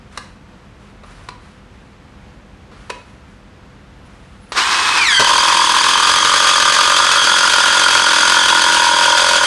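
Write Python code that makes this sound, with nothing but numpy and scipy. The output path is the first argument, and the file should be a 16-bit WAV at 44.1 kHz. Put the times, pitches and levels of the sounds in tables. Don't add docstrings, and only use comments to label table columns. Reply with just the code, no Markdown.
import sys
import numpy as np
from scipy import signal
from scipy.fft import rfft, irfft, next_fast_len
from scipy.io import wavfile
from scipy.ndimage import uniform_filter1d, minimum_filter1d

SR = 44100
rng = np.random.default_rng(int(sys.argv[2]) if len(sys.argv) > 2 else 0)


def file_out(sig):
    cols = np.atleast_2d(sig).T
    lim = np.clip(cols, -1, 1)
    pcm = np.round(lim * 32767).astype(np.int16)
    wavfile.write(sys.argv[1], SR, pcm)


N = 417186
TIME = np.arange(N) / SR

# (frequency [Hz], level [dB])
ROOM_COLOUR = [(20, -41), (42, -0.5), (65, -4), (117, -7.5), (205, -9.5), (300, -15), (450, -20),
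               (1300, -22), (2750, -29), (8250, -44.5), (11500, -52.5)]
# (frequency [Hz], level [dB])
HUM_TONES = [(199.5, -54.5), (500.6, -60)]
# (time [s], length [s], first pitch [Hz], last pitch [Hz], level [dB])
GRIP_SQUEAKS = [(1.03, .07, 10700, 9300, -63), (4.04, .05, 11000, 8700, -60), (4.39, .1, 10200, 9700, -57),
                (4.475, 0.052, 9700, 11200, -53)]
# (time [s], length [s], level [dB])
GLOVE_STROKES = [(0.109, 0.065, -44), (.79, .08, -53.5), (1.05, .2, -48), (1.4, .12, -52), (1.72, .2, -59),
                 (2.72, 0.25, -51), (3.04, 0.09, -55), (3.27, .06, -57), (4.05, 0.49, -54)]
# (frequency [Hz], level [dB])
CLOTH_COLOUR = [(500, -3), (1200, 11), (2500, 3), (5000, -3.5), (8000, -8.5), (10500, -9), (12000, -35)]
# (time [s], level [dB], low-pass [Hz], contact [s], ping [Hz], ping level [dB])
HANDLING_CONTACTS = [(0.174, -20.5, 14000, 0.0051, 1680, -11), (1.034, -39, 2500, 0.012, 1220, -6),
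                     (1.287, -23, 4500, 0.0039, 985, -7), (2.713, -47, 2500, 0.047, 2300, -25),
                     (2.896, -30, 5940, 0.0047, 985, 8), (2.9, -17.5, 6000, 0.0043, 2536, -4),
                     (4.52, -14, 5000, 0.002, 1205, -15)]
# (frequency [Hz], level [dB], t60 [s])
SLEEVE_MODES = [(985, -8, 0.23), (1680, -27, 0.14), (2536, -23, .3), (3670, -19, 0.16), (3940, -7, .2),
                (5700, -14, .2), (9679, -15, 0.28)]
# (frequency [Hz], level [dB])
CONTACT_COLOUR = [(200, -26), (450, -2), (600, -1), (780, -11), (1100, 4.5), (1800, -6.5), (2500, -5),
                  (3200, -13), (4100, -5), (6500, -16), (9700, -14.5), (12000, -30)]
# (multiple of motor speed, free [dB], bogged down [dB], hammering [dB])
GEAR_TONES = [(4.48, -25, -29.5, -37), (7.1, -27, -15, -25), (14.1, -39, -15, -19), (20.4, -45, -19, -21.5),
              (27.2, -33, -20, -22), (35.3, -52, -24, -31.5), (42, -56, -24, -31)]
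# (frequency [Hz], level [dB])
GEAR_COLOUR = [(150, -29), (330, -12.5), (620, -19.5), (780, -9), (1020, 2.5), (1350, -2.5), (1620, -3.5),
               (2000, -5), (2500, -9), (3500, -6.5), (4800, -8.5), (6200, -13.5), (9000, -21), (11500, -33)]
# (frequency [Hz], level [dB])
GRIND_COLOUR = [(2500, 1.5), (5000, -1.5), (9800, -1), (12000, -35)]
# (time [s], rate [blows/s])
BLOW_RATE = [(5.2, 41), (6.0, 45), (6.9, 45), (7.35, 43.9), (7.8, 44.5), (9.1, 43.2)]
CAM_SLIPS = [5.308, 5.67, 5.841, 6.026, 6.378, 6.653, 6.999, 7.17, 7.27, 7.535, 7.635, 8.161, 8.699, 8.796,
             8.963, 9.41]
# (frequency [Hz], width [Hz], level [dB])
BENCH_MODES = [(144, 79, -7.5), (224, 20, -8.5), (303.5, 13.6, -1.5), (346, 23, -0.5), (451, 19.5, -5)]
PLANK_MODES = [(535, 45.5, 2), (595, 43, 3)]
BIT_MODES = [(855, 60, -4), (949, 34, 9), (1049, 40, 2.5)]
HOUSING_MODES = [(1036, 43, 5), (1215, 73, 5.5), (1335, 24, 4), (1424, 60, 6.5), (1573, 80, -1),
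                 (1730, 38, -19)]
# (time [s], level [dB])
BENCH_RING = [(5.2, -36), (6.7, -41), (7.4, -39.5), (8.7, -33.5), (9.4, -37.5)]
PLANK_RING = [(5.3, -30), (5.96, -37.5), (6.48, -29.5), (8.66, -30), (9.26, -21), (9.4, -23.5)]
BIT_RING = [(5.25, -15), (5.61, -15.5), (6.42, -25.5), (8.31, -19), (8.76, -16), (8.82, -10), (9.4, -18)]
# (time [s], frequency [Hz])
SCREW_PITCH = [(5.2, 1020), (5.8, 1070), (6.1, 1205), (6.8, 1220), (7.3, 1373), (8.3, 1430), (8.9, 1500)]
# (frequency [Hz], level [dB])
JAW_COLOUR = [(600, -6), (1100, -5.5), (1600, 5.5), (2100, -4.5), (2520, 4), (2850, -4.5), (3300, 4.5),
              (4100, -3), (4750, 2.5), (5500, -8.5), (6300, -3.5), (7300, -10.5), (9500, -11), (12000, -23)]
# (frequency [Hz], level [dB])
BENCH_THUMP = [(80, -13.5), (150, -3), (330, -2), (600, 0), (1000, -13)]

BACKLASH_S, START_S, BITE_S, FIRST_BLOW_S = 4.521, 4.545, 5.061, 5.196
SPIN_UP_S, BITE_WIDTH_S, RECOVERY_S = .033, .026, .06
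FREE_HZ, BOGGED_HZ, HAMMERING_HZ = 361, 221, 234
RATTLE_FREE_DB, RATTLE_BOGGED_DB, RATTLE_HAMMERING_DB = -15.5, -22.5, -19.5
SLOT_COUNT, FAN_BLADES = 9, 24
TOOTH_ONSET_MULTIPLE = 38


def from_db(db):
    return 10 ** (np.asarray(db) / 20)


def rms_one(x):
    return x / np.sqrt(np.mean(x ** 2) + 1e-20)


def since(s):
    return np.maximum(TIME - s, 0)


def curve(rows):
    return np.interp(TIME, *np.transpose(rows))


def low_pass(x, hz, order=1):
    return signal.sosfilt(signal.butter(order, hz, fs=SR, output="sos"), x)


def evened(x):
    def smooth(y):
        return np.abs(uniform_filter1d(uniform_filter1d(y, SR // 6), SR // 12))
    return x * np.sqrt(smooth(1. * (TIME > FIRST_BLOW_S)) / (smooth(x ** 2) + 1e-12))


def noise(colour):
    hz, db = np.transpose(colour)
    size = next_fast_len(N)
    f = np.maximum(np.arange(size // 2 + 1) * SR / size, 1)
    gain = from_db(np.interp(np.log(f), np.log(hz), db))
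    skirts = np.minimum(f / hz[0], 1) ** 2 * np.minimum(hz[-1] / f, 1) ** 10
    return rms_one(irfft(rfft(rng.standard_normal(size)) * gain * skirts, size)[:N])


def drift(per_s):
    knots = rng.standard_normal(N // 10)
    return rms_one(np.interp(TIME * per_s, np.arange(len(knots)), knots))


def fade(x, seconds):
    return signal.lfilter([1], [1, -np.exp(-1 / (seconds * SR))], x + 1e-18)


def resonate(x, modes):
    out = 0
    for k, (hz, width, db) in enumerate(modes):
        r = np.exp(-np.pi * width / SR)
        zeros = (1 - r * r) / 2 * np.array([1, 0, -1])
        poles = [1, -2 * r * np.cos(2 * np.pi * hz / SR), r * r]
        out += (-1) ** k * from_db(db) * signal.lfilter(zeros, poles, x + 1e-18)
    return out


def workshop(x, wet_db, t60, wall_hz):
    t = TIME[:SR // 2]
    tail = rng.standard_normal(len(t)) * from_db(-60 * t / t60) * (t > .006)
    tail = low_pass(tail / np.linalg.norm(tail), wall_hz)
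    return x + from_db(wet_db) * signal.fftconvolve(x, tail)[:N]


def room_tone():
    hum = sum(from_db(db) * np.sin(2 * np.pi * hz * TIME + 1.5 * drift(5)) for hz, db in HUM_TONES)
    return from_db(-42 + .5 * drift(7.4)) * noise(ROOM_COLOUR) + np.sqrt(2) * hum


def grip_squeaks():
    out = np.zeros(N)
    for s, length, first_hz, last_hz, db in GRIP_SQUEAKS:
        hz = np.linspace(first_hz, last_hz, int(length * SR))
        tone = np.sin(2 * np.pi * np.cumsum(hz) / SR)
        out[int(s * SR):][:len(hz)] += from_db(db) * np.hanning(len(hz)) * tone
    return out


def glove(attack_s=.014, release_s=.07):
    level = sum(from_db(db) * (1 - np.exp(-since(s) / attack_s)) * np.exp(-since(s + length) / release_s)
                for s, length, db in GLOVE_STROKES)
    return level * from_db(drift(70)) * noise(CLOTH_COLOUR)


def handling(ring_db=-18, rise_s=.0014, ping_t60=.09):
    rasp, out = noise(CONTACT_COLOUR), np.zeros(N)
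    hz, db, t60 = np.transpose(SLEEVE_MODES)[:, :, None]
    t = TIME[:SR // 2]
    for s, level_db, dull_hz, contact_s, ping_hz, ping_db in HANDLING_CONTACTS:
        span = slice(round(s * SR), round(s * SR) + len(t))
        mode_db = db + ring_db + rng.normal(0, 1, db.shape)
        ring = np.sum(from_db(mode_db - 60 * t / t60) * np.sin(2 * np.pi * hz * t), axis=0)
        ping = from_db(ping_db + .5 - 60 * t / ping_t60) * np.cos(2 * np.pi * ping_hz * t)
        hit = (2 * rasp[span] * np.exp(-t / contact_s) + ring + ping) * (1 - np.exp(-t / rise_s))
        out[span] += from_db(level_db) * low_pass(hit, dull_hz)
    return out


def gear_whine(turns, load, relief, rough_db=3.5, case_hz=6060):
    whine = 0
    for multiple, free_db, bogged_db, hammering_db in GEAR_TONES:
        needed = (multiple / TOOTH_ONSET_MULTIPLE) ** 2
        pressed = load * (1 + needed) / (load + needed)
        db = free_db + pressed * (bogged_db - free_db) + relief * (hammering_db - bogged_db)
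        level = from_db(db + rough_db * drift(260))
        phase_jitter = (.35 + .02 * multiple) * drift(500)
        whine += level * np.sin(2 * np.pi * multiple * turns + phase_jitter)
    return low_pass(whine, case_hz, order=2)


def stator_whine(turns, load, relief, inrush_s=.115):
    current = np.maximum(np.exp(-(since(START_S) / inrush_s) ** 4), .88 * load ** .26)
    db = -32 + 14 * current - 20 * relief + 2 * drift(200)
    return from_db(db) * np.sin(2 * np.pi * SLOT_COUNT * turns)


def fan(turns, load):
    return from_db(-37 + 2.9 * drift(22)) * (1 - load) ** 4 * np.sin(2 * np.pi * FAN_BLADES * turns)


def gear_rattle(turns, jolt_db, spun, load, relief, rise_s=.024, grind_db=-4.5):
    db = RATTLE_FREE_DB + 7 * (1 - spun)
    db += load * (RATTLE_BOGGED_DB - RATTLE_FREE_DB) + relief * (RATTLE_HAMMERING_DB - RATTLE_BOGGED_DB)
    level = from_db(db) * (1 - np.exp(-(since(START_S) / rise_s) ** 2))
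    backlash = from_db(-21.5) * (TIME > BACKLASH_S) * np.exp(-since(BACKLASH_S) / .025)
    teeth = from_db(drift(330) + drift(50) + np.sin(2 * np.pi * turns) + jolt_db)
    rattle = (level + backlash) * rms_one(teeth * noise(GEAR_COLOUR))
    grind = from_db(grind_db) * level * load * rms_one(teeth * noise(GRIND_COLOUR))
    return rattle + grind


def motor(times):
    spun = 1 - np.exp(-since(START_S) / SPIN_UP_S)
    load = .5 + .5 * np.tanh((TIME - BITE_S) / (2 * BITE_WIDTH_S))
    relief = 1 - np.exp(-since(FIRST_BLOW_S) / RECOVERY_S)
    speed = spun * (FREE_HZ + load * (BOGGED_HZ - FREE_HZ) + relief * (HAMMERING_HZ - BOGGED_HZ))
    beating = TIME > times[0]
    cycle = np.interp(TIME, times, np.arange(len(times)))
    swing = .037 * np.cos(2 * np.pi * (cycle - .386)) + .02 * drift(110)
    flutter = (.001 + .006 * load) * drift(260)
    turns = np.cumsum(speed * (1 + swing * beating + flutter)) / SR
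    tones = gear_whine(turns, load, relief) + stator_whine(turns, load, relief) + fan(turns, load)
    jolt_db = 2 * beating * np.cos(2 * np.pi * (cycle - .13))
    rattle = gear_rattle(turns, jolt_db, spun, load, relief)
    return workshop(spun * tones, wet_db=-5, t60=.29, wall_hz=8000) + rattle


def blow_times(jitter_s=.00006):
    beats = np.cumsum(curve(BLOW_RATE)) / SR
    marks = np.interp([FIRST_BLOW_S, *CAM_SLIPS, TIME[-1]], TIME, beats)
    runs = [np.arange(first, last - .5) for first, last in zip(marks, marks[1:])]
    times = np.interp(np.concatenate(runs), beats, TIME)
    return times + jitter_s * rng.standard_normal(len(times))


def strikes(times, force_db, scatter_db):
    out = np.zeros(N)
    samples = np.clip((times * SR).astype(int), 0, N - 1)
    out[samples] = from_db(force_db + scatter_db * rng.standard_normal(len(times)))
    return out


def bench_and_plank(times, force_db):
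    high_pass = signal.butter(2, 200, "high", fs=SR, output="sos")
    push = signal.sosfilt(high_pass, strikes(times, force_db, scatter_db=.9))
    bench = from_db(curve(BENCH_RING)) * evened(resonate(push, BENCH_MODES))
    plank = from_db(curve(PLANK_RING) - 1) * evened(resonate(push, PLANK_MODES))
    return bench + plank


def bit_ring(times, force_db):
    ring = resonate(strikes(times, force_db, scatter_db=3.5), BIT_MODES)
    return from_db(curve(BIT_RING) - .5) * evened(ring)


def screw_and_housing(times, force_db, width_hz=172):
    knock_back = strikes(times + .0091, force_db - 11, scatter_db=4.5)
    knocks = strikes(times, force_db, scatter_db=2) + knock_back
    phasor = np.exp(2j * np.pi * np.cumsum(curve(SCREW_PITCH)) / SR)
    screw = np.real(phasor * fade(knocks / phasor, 1 / (np.pi * width_hz)))
    return from_db(-15.5) * evened(resonate(screw, HOUSING_MODES))


def jaw_clash(times, force_db, rebound_s=.004, rise_s=.00046, decay_s=.0032):
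    contact = strikes(times, force_db, scatter_db=5)
    contact += strikes(times + rebound_s, force_db - 4.5, scatter_db=7.5)
    t = TIME[:SR // 8]
    ring = noise(JAW_COLOUR)[:len(t)] * np.exp(-t / decay_s) * (1 - np.exp(-t / rise_s))
    jaws = signal.fftconvolve(contact, ring)[:N]
    chatter = fade(contact, .0086) * noise(JAW_COLOUR)
    return from_db(-16.5) * evened(rms_one(jaws) + from_db(1.5) * rms_one(chatter))


def hammer(times, uneven_db=1.5, opening_db=5.5):
    force_db = uneven_db * rng.standard_normal(len(times))
    wood = bench_and_plank(times, force_db)
    bit = bit_ring(times, force_db)
    housing = screw_and_housing(times, force_db)
    clash = jaw_clash(times, force_db)
    first_blow = 1. * (np.arange(N) == round(times[0] * SR))
    thump = from_db(-13) * fade(first_blow, .022) * noise(BENCH_THUMP)
    opening = from_db(opening_db * np.exp(-since(FIRST_BLOW_S) / .025))
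    return bit + housing + thump + opening * (wood + workshop(clash, wet_db=-6, t60=.3, wall_hz=9300))


def scene():
    times = blow_times()
    contacts = workshop(handling(), wet_db=-6, t60=.47, wall_hz=9000)
    driver = hammer(times) + motor(times)
    return (contacts + glove() + grip_squeaks() + driver + room_tone())[None]


def record(dry):
    needed_gain = np.minimum(1, .94 / (np.abs(dry) + 1e-9))
    gain = uniform_filter1d(minimum_filter1d(needed_gain, size=221), size=111)
    top_cut = signal.firwin(401, 12000, fs=SR, window="blackmanharris")
    return signal.fftconvolve(dry * gain, top_cut[None], mode="same")


dry = scene()
out = record(dry)
file_out(out)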